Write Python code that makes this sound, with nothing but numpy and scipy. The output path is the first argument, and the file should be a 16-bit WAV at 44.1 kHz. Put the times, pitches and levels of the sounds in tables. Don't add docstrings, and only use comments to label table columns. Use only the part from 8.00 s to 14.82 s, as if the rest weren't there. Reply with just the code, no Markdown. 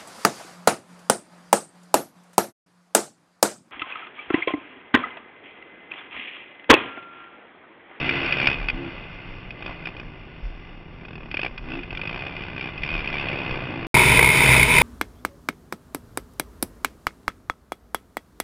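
import sys
import numpy as np
from scipy import signal
from scipy.fft import rfft, irfft, next_fast_len
from scipy.io import wavfile
from scipy.ndimage import uniform_filter1d

SR = 44100
rng = np.random.default_rng(int(sys.argv[2]) if len(sys.argv) > 2 else 0)


def invert_db(level):
    return 10 ** (np.asarray(level, dtype=float) / 20)


def master(y):
    cut = np.clip(np.atleast_2d(y).T, -1, 1)
    pcm = np.round(cut * 32767)
    wavfile.write(sys.argv[1], SR, pcm.astype(np.int16))


N = 300762

# t/s, firing rate f/Hz
RIDE_SPEED = [(0.0, 62.59), (0.58, 68.87), (1.3, 67.42), (1.6, 62.3), (1.92, 63.32), (2.36, 43.25),
              (2.84, 36.94), (3.12, 40.76), (3.34, 33.34), (3.46, 63.28), (3.7, 62.98), (3.88, 39.0),
              (4.2, 64.24), (4.36, 75.68), (4.48, 60.77), (4.7, 65.3), (4.98, 78.77), (5.87, 53.65)]
GATE_SPEED = [
    (5.94, 54.5),
    (6.2, 57),
    (6.3, 73),
    (6.44, 69),
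    (6.55, 63),
    (6.82, 64),
]
# t/s, peak level/dB
RIDE_CRACKS = [(.0925, -8), (.2607, -16), (.3239, -7.5), (.415, -10.5), (.4711, -0.5), (.5284, -15.5),
               (.6855, -9), (.6995, -11.5), (1.5064, -23.5), (1.8559, -19.5), (3.3141, -20.5),
               (3.3702, -14), (3.4146, -18.5), (3.5784, -18), (3.8327, -24), (3.906, -21.5), (3.9501, -21),
               (3.9728, -18), (4.0148, -17), (4.0736, -17), (4.3657, -21.5), (4.6105, -17.5),
               (4.7775, -21.5), (4.8342, -12.5), (4.9033, -16), (5.0745, -15.5), (5.1145, -43),
               (5.1821, -16.5), (5.2859, -14.5)]
GATE_CRACKS = [(5.9489, -5), (6.0853, -9), (6.1735, -3), (6.26, -5), (6.2895, -4), (6.3021, -4),
               (6.4201, -10), (6.534, -5), (6.6295, -1), (6.7831, 0)]
# t/s, peak level/dB
RIDE_KNOCKS = [(0.0441, -21), (1.624, -25), (1.6464, -31), (1.6621, -19.5), (1.9665, -26.5),
               (1.9981, -23.5), (3.0114, -36), (3.051, -28.5), (3.084, -29.5), (3.1552, -27), (3.3428, -16),
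               (3.4628, -16), (4.0939, -19.5), (4.2656, -18.5), (4.9516, -16), (5.058, -22.5)]
GATE_KNOCKS = [(5.9855, -7), (6.1926, 1), (6.2108, -5), (6.2277, -2), (6.2444, -3), (6.274, -6),
               (6.8009, -3), (6.8165, -2)]
# f/Hz, level/dB per Hz
JET_EDGE = [(600, -39), (1500, -0.5), (2900, 2), (3500, 2), (4000, -11), (4600, -7), (5500, -14.5),
            (7000, -58)]
CRACK_THUMP_DB, KNOCK_THUMP_DB = -17.5, -6


def own_engine(speed, cracks, knocks, rasp_db, thump_db, boom_db, edge_db, shake_db, mode_hz, housing):
    ring, mid, low = housing
    when = firings(np.arange(N) / SR, speed, [s for s, db in cracks + knocks])
    chance = rng.standard_normal((N // 300, 3))[:len(when)].T

    boom = colour(spikes(when, invert_db(chance[2] + 25)), low)
    turns = np.interp(np.arange(N) / SR, when, np.arange(len(when)))
    boom = boom + invert_db(shake_db) * np.sin(2 * np.pi * turns)

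    when = when + 0.00017 * chance[0]
    at = np.clip((when * SR).astype(int), 0, N - 1)
    rasp = rasp_db[at] + 22.5 + 1.3 * chance[1]
    thump = thump_db[at] + 26.0 + 0.28 * chance[2]
    for rows, rel_db in ((cracks, CRACK_THUMP_DB), (knocks, KNOCK_THUMP_DB)):
        for s, db in rows:
            k = np.argmin(abs(when - s))
            when[k], rasp[k], thump[k] = s, db + 8.0, db + rel_db + 16.5

    blows = spikes(when - .0008, invert_db(rasp))
    gas = gas_puffs(blows, edge_db, mode_hz, ring)
    step = spikes(when - .001, invert_db(thump))
    rough = puff(step, .001, 0.0038) * rng.standard_normal(N)
    knock = invert_db(-3) * step + invert_db(-20.5) * rough
    return gas + colour(knock, mid) + invert_db(boom_db) * boom


def gas_puffs(blows, edge_db, mode_hz, ring):
    ringing = colour(rng.standard_normal(N), ring)
    envelope = abs(signal.hilbert(ringing, next_fast_len(N))[:N])
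    ringing = ringing / (.2 + uniform_filter1d(envelope, int(.0008 * SR)))
    wandering_hz = mode_hz * (1 + 0.028 * walk(70))
    mode = np.sin(2 * np.pi * np.cumsum(wandering_hz) / SR)
    gas = puff(blows, .0025, .0032) * (.42 * ringing + .72 * mode)
    gas = gas + colour(invert_db(-8) * blows, ring)
    edge = colour(rng.standard_normal(N), JET_EDGE)
    gas = gas + invert_db(edge_db) * puff(blows, 0.0021, 0.0028) * edge
    return gas + 0.17 * np.roll(gas, int(0.006 * SR))


def firings(t, speed, marks):
    turns = np.cumsum(curve(t, speed)[0]) / SR
    when = np.interp(np.arange(int(turns[-1])), turns, t)
    late, picked, shifts = 0, [], []
    for s in sorted(marks):
        picked.append(np.argmin(abs(when + late - s)))
        late = s - when[picked[-1]]
        shifts.append(late)
    return when + np.interp(np.arange(len(when)), picked, shifts)


# start t/s, length t/s, bark level/dB, thump against bark level/dB
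RIDE_PULLS = [(0, 0.34, -36, -12.5), (0.369, 0.17, -28, -4.5), (.54, 0.11, -40, 1.5),
              (1.613, 0.11, -44, 7.5), (1.85, 0.031, -34, 1), (1.945, 0.095, -55, 11.5),
              (3.1, 0.18, -48, 5), (3.31, 0.16, -31, -0.5), (3.69, 0.1, -39, -1), (3.91, 0.34, -38.5, 1.5),
              (4.202, 0.33, -42.5, 0), (4.553, .14, -36.5, -2.5), (4.824, 0.19, -33.5, -4.5),
              (5.045, 0.19, -33.5, -2.5), (5.215, 0.36, -36, 2.5), (5.553, 0.3, -44.5, 7)]
GATE_PULLS = [
    (5.9, 0.129, -27.5, 8),
    (6.17, 0.097, -30, 1),
    (6.34, .2, -32, -1),
    (6.55, 0.0811, -27, -8),
    (6.66, .1, -33, -15),
    (6.78, .1, -19, -8),
]


def throttle(t, pulls):
    slow = t[::64]
    levels = []
    for start, length, db, rel_db in pulls:
        bark = swell(slow, start, length, db, rise=1500, fall=1500)
        levels.append([bark, bark + rel_db])
    bark, thump = np.max(levels, axis=0)
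    return np.interp(t, slow, bark), np.interp(t, slow, thump)


RIVALS_HZ = [
    47.56,
    58.03,
    82.5,
]
# t/s, nearness level/dB, extra drone when heard from behind level/dB
RIDE_PACK = [(0, -33.5, 2), (.3, -30.5, -3), (0.509, -37, 3.5), (.6, -44, 4.5), (.86, -43, 7),
             (1.05, -45.5, 3.5), (1.5, -50, 9), (1.68, -45.5, 6), (2.1, -53, 12.5), (2.5, -52, 8),
             (3.2, -56, 17), (3.6, -52, 12), (3.73, -43, 6), (3.881, -50, 10.5), (4.199, -44.5, 6),
             (4.75, -46.5, 8.5), (5.3, -38, 4.5), (5.87, -41.5, 7)]
GATE_PACK = [(5.939, -17.5, 2.5), (6.0, -20, -3.5), (6.16, -20.5, 1), (6.2, -26, 2.5), (6.3, -22.5, -0.5),
             (6.34, -21, -3), (6.57, -18, -2.5), (6.66, -22.5, -4.5), (6.82, -19.5, 0.5)]


def pack(hiss_db, roar_db, drone_db, housing):
    ring, mid, low = housing
    beats = 0
    for mean_hz in RIVALS_HZ:
        hz = mean_hz * (1 + .09 * walk(2.2) + .006 * walk(30))
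        turns = np.cumsum(hz) / SR
        when = np.flatnonzero(np.diff(np.floor(turns))) / SR
        size = invert_db(1.3 * rng.standard_normal(N // 300)[:len(when)])
        beats = beats + invert_db(1.43 * walk(2.56)) * spikes(when, size)
    gas = (.75 + .55 * puff(beats, .0006, .004)) * rng.standard_normal(N)
    drone = colour(invert_db(20.5) * beats + .5 * rng.standard_normal(N), low)
    roar = colour(invert_db(17) * beats + 0.73 * gas, mid)
    hiss = invert_db(hiss_db + 1.8 + .8 * walk(20)) * colour(gas, ring)
    return hiss + invert_db(roar_db - 4.0) * roar + invert_db(drone_db - 1.0) * drone


# start t/s, top t/s, end t/s, top f/Hz, level/dB
RIDE_BLIPS = [
    (0.023, 0.171, 0.28, 70.2, -38),
    (0.407, 0.473, 0.47, 67.4, -37.5),
    (0.744, 0.798, 0.89, 69.7, -38),
    (3.681, 3.79, 3.81, 69.8, -39.5),
    (5.689, 5.801, 5.88, 67.7, -39.5),
]
GATE_BLIPS = [
    (6.06, 6.2, 6.21, 67, -30.5),
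    (6.465, 6.65, 6.66, 64.5, -27),
    (6.725, 6.8, 5.9, 63.5, -29),
]


def neighbour(t, blips, order, climb_hz, next_db):
    out = np.zeros(N)
    wobble = [invert_db(1.5 * walk(25)) for k in range(2)]
    for start, top, end, top_hz, blip_db in blips:
        near = abs(t - (start + end) / 2) < (end - start) / 2 + .06
        u = t[near]
        hz = np.interp(u, [start, top], [top_hz - climb_hz, top_hz])
        hz = hz - 35 * np.maximum(u - top, 0)
        phase = 2 * np.pi * np.cumsum(hz) / SR
        db = swell(u, start, end - start, blip_db, rise=897.5, fall=897.5)
        for k in range(2):
            tone = np.sin((order + k) * phase)
            out[near] += 2 ** .5 * invert_db(db + k * next_db) * wobble[k][near] * tone
    return out


# t/s, peak level/dB
RIDE_GUSTS = [(0, -34), (.28, -45), (.49, -37), (.6, -35), (1.0, -45), (1.15, -35.5), (1.35, -36),
              (1.49, -45), (1.7, -39), (1.98, -41), (2.46, -35), (3.63, -44), (3.76, -47), (4.82, -35.5),
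              (4.97, -32.5), (5.15, -39), (5.52, -31), (5.87, -35.5)]
GATE_GUSTS = [
    (5.95, -32),
    (6.18, -31),
    (6.575, -38),
    (6.82, -39),
]
# t/s, f/Hz, level/dB, time to fade by 60 dB t/s
JOLTS = [
    (0.591, 35, -17, 0.41),
    (.73, 29.2, -15.5, 0.19),
    (2.426, 40.26, -16.5, 0.22),
    (4.92, 34.8, -17.5, 0.31),
]


def wind(t, gusts, breeze_db):
    slow = t[::64]
    gust = np.max([swell(slow, s, 0, db, rise=154, fall=146.5) for s, db in gusts], axis=0)
    db = both(np.interp(t, slow, gust), breeze_db)
    rumble = colour(rng.standard_normal(N), [(5, -15.5), (20, 4), (40, 6), (70, -11), (120, -41.5)])
    out = invert_db(db + 2.3 * walk(11)) * rumble
    for s, hz, peak_db, t60 in JOLTS:
        u = np.maximum(t - s, 0)
        fade = (1 - np.exp(-u / 0.022)) * invert_db(-60 * u / t60)
        out = out + invert_db(peak_db) * fade * np.sin(2 * np.pi * hz * u)
    return out


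# f/Hz, level/dB per Hz
RIDE_RING = [(880, -39), (1500, -5.5), (1890, -18.5), (2030, 1), (2230, -9.5), (2500, -3.5), (2900, -4.5),
             (3040, -15.5), (3520, -11.5), (3930, -21), (4530, -22.5), (5320, -42), (5640, -34),
             (5900, -57), (7670, -79), (13000, -120)]
GATE_RING = [(880, -42), (1500, -12), (1770, -20), (2080, -4), (2410, 1.5), (2570, -2), (2820, -18.5),
             (3090, -8), (3230, -29), (3380, -12), (3750, -11.5), (4140, -24), (4860, -19.5), (5900, -25),
             (7670, -59.5), (13000, -120)]
RIDE_MID = [(190, -19.5), (330, -1.5), (741, -2), (1050, -5), (1180, -2.5), (1280, -14.5), (1430, -7),
            (1800, -8.5), (2340, -44), (3960, -120)]
GATE_MID = [(190, -38.5), (330, -14.5), (372, -1), (429, -2), (491, -4.5), (554, -12.5), (621, -2.5),
            (736, -15.5), (957, 3), (1150, -12.5), (1560, -9.5), (1800, -14), (2340, -32.5), (3960, -120)]
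RIDE_LOW = [(35, -39.5), (60, -1.5), (75, -1), (145, 5), (183, 0.5), (249, -4), (281, -3.5), (387, -7),
            (450, -19.5), (580, -46.5), (990, -120)]
GATE_LOW = [(29, -30), (50, 0), (92, -6.5), (134, 5.5), (178, -6), (252, -6), (306, -11.5), (371, -14.5),
            (450, -27), (580, -39.5), (990, -120)]


def colour(x, points):
    hz, db = np.transpose(points)
    grid = np.maximum(np.arange(2049) * SR / 4096, 1)
    log_gain = np.interp(np.log(grid), np.log(hz), np.maximum(db, -70)) * np.log(10) / 20
    cepstrum = irfft(log_gain)
    cepstrum[1:2048] *= 2
    cepstrum[2049:] = 0
    taps = irfft(np.exp(rfft(cepstrum)))[:2048]
    return signal.fftconvolve(x, taps / np.sqrt(np.sum(taps ** 2)))[:N]


def walk(rate):
    k = int(SR / rate)
    steps = np.repeat(rng.standard_normal(N // k + 1), k)
    return 1.3 * uniform_filter1d(uniform_filter1d(steps, k), k)[:N]


def spikes(s, size):
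    out = np.zeros(N)
    np.add.at(out, np.clip((s * SR).astype(int), 0, N - 1), size)
    return out


def puff(x, rise_s, fall_s):
    t = np.arange(2000) / SR
    return signal.fftconvolve(x, np.exp(-t / fall_s) * (1 - np.exp(-t / rise_s)))[:N]


def curve(t, rows):
    s, *columns = np.transpose(rows)
    return [np.interp(t, s, c) for c in columns]


def swell(t, start, length, db, rise, fall):
    return db - rise * np.maximum(start - t, 0) - fall * np.maximum(t - start - length, 0)


def both(a_db, b_db):
    return 10 * np.log10(invert_db(2 * a_db) + invert_db(2 * b_db))


def camera(t, speed, cracks, knocks, pulls, rivals, gusts, breeze_db, edge_db, shake_db, mode_hz, housing):
    bark, thump = throttle(t, pulls)
    near, dull = curve(t, rivals)
    rasp = both(bark, near - 4.5)
    drone = near + dull
    roar = near + 1 + (1 - 0.48) * dull
    boom = drone - 5.5 + 0.35 * np.clip(rasp - near, -10, 10)
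    engine = own_engine(speed, cracks, knocks, rasp, both(thump, roar - 6), boom,
                        edge_db, shake_db, mode_hz, housing)
    hiss = both(near, bark - 15.5)
    return engine + pack(hiss, roar, drone, housing) + wind(t, gusts, breeze_db)


GATE_START_S = 5.942


def scene():
    t = np.arange(N) / SR
    ride = camera(t, RIDE_SPEED, RIDE_CRACKS, RIDE_KNOCKS, RIDE_PULLS, RIDE_PACK, RIDE_GUSTS,
                  breeze_db=-46, edge_db=-12.5, shake_db=-16, mode_hz=2472,
                  housing=(RIDE_RING, RIDE_MID, RIDE_LOW))
    ride = ride + neighbour(t, RIDE_BLIPS, order=4, climb_hz=8.24, next_db=-0.5)
    gate = camera(t, GATE_SPEED, GATE_CRACKS, GATE_KNOCKS, GATE_PULLS, GATE_PACK, GATE_GUSTS,
                  breeze_db=-40, edge_db=-25, shake_db=-9, mode_hz=2155,
                  housing=(GATE_RING, GATE_MID, GATE_LOW))
    gate = gate + neighbour(t, GATE_BLIPS, order=1, climb_hz=0.16, next_db=1)
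    return np.where(t < GATE_START_S - .03, ride, gate)[None]


def band_limit(x):
    return signal.sosfilt(signal.butter(12, 16370, fs=SR, output="sos"), x)


def record(dry):
    t = np.arange(N) / SR
    smooth = signal.sosfilt(signal.ellip(10, .3, 90, 5610, fs=SR, output="sos"), dry[0])
    notched = signal.lfilter(*signal.iirnotch(3956, 4.5, SR), smooth)
    smooth = notched * 0.77 + .2 * smooth
    smooth = smooth + invert_db(-93) * rng.standard_normal(N)

    slow = np.clip(signal.resample_poly(dry[0], 40, 147), -.9, .9)
    held = signal.resample_poly(np.repeat(slow, 8), 147, 320)[:N]
    held = held * np.clip((t - GATE_START_S) / .001, 0, 1)
    held = signal.lfilter(*signal.butter(1, 15150, fs=SR), held)
    held = signal.sosfilt(signal.cheby2(12, 75, 15980, fs=SR, output="sos"), held)

    joined = smooth * (t < 5.869) + held
    return band_limit(joined[None])


dry = scene()
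out = record(dry)
master(out)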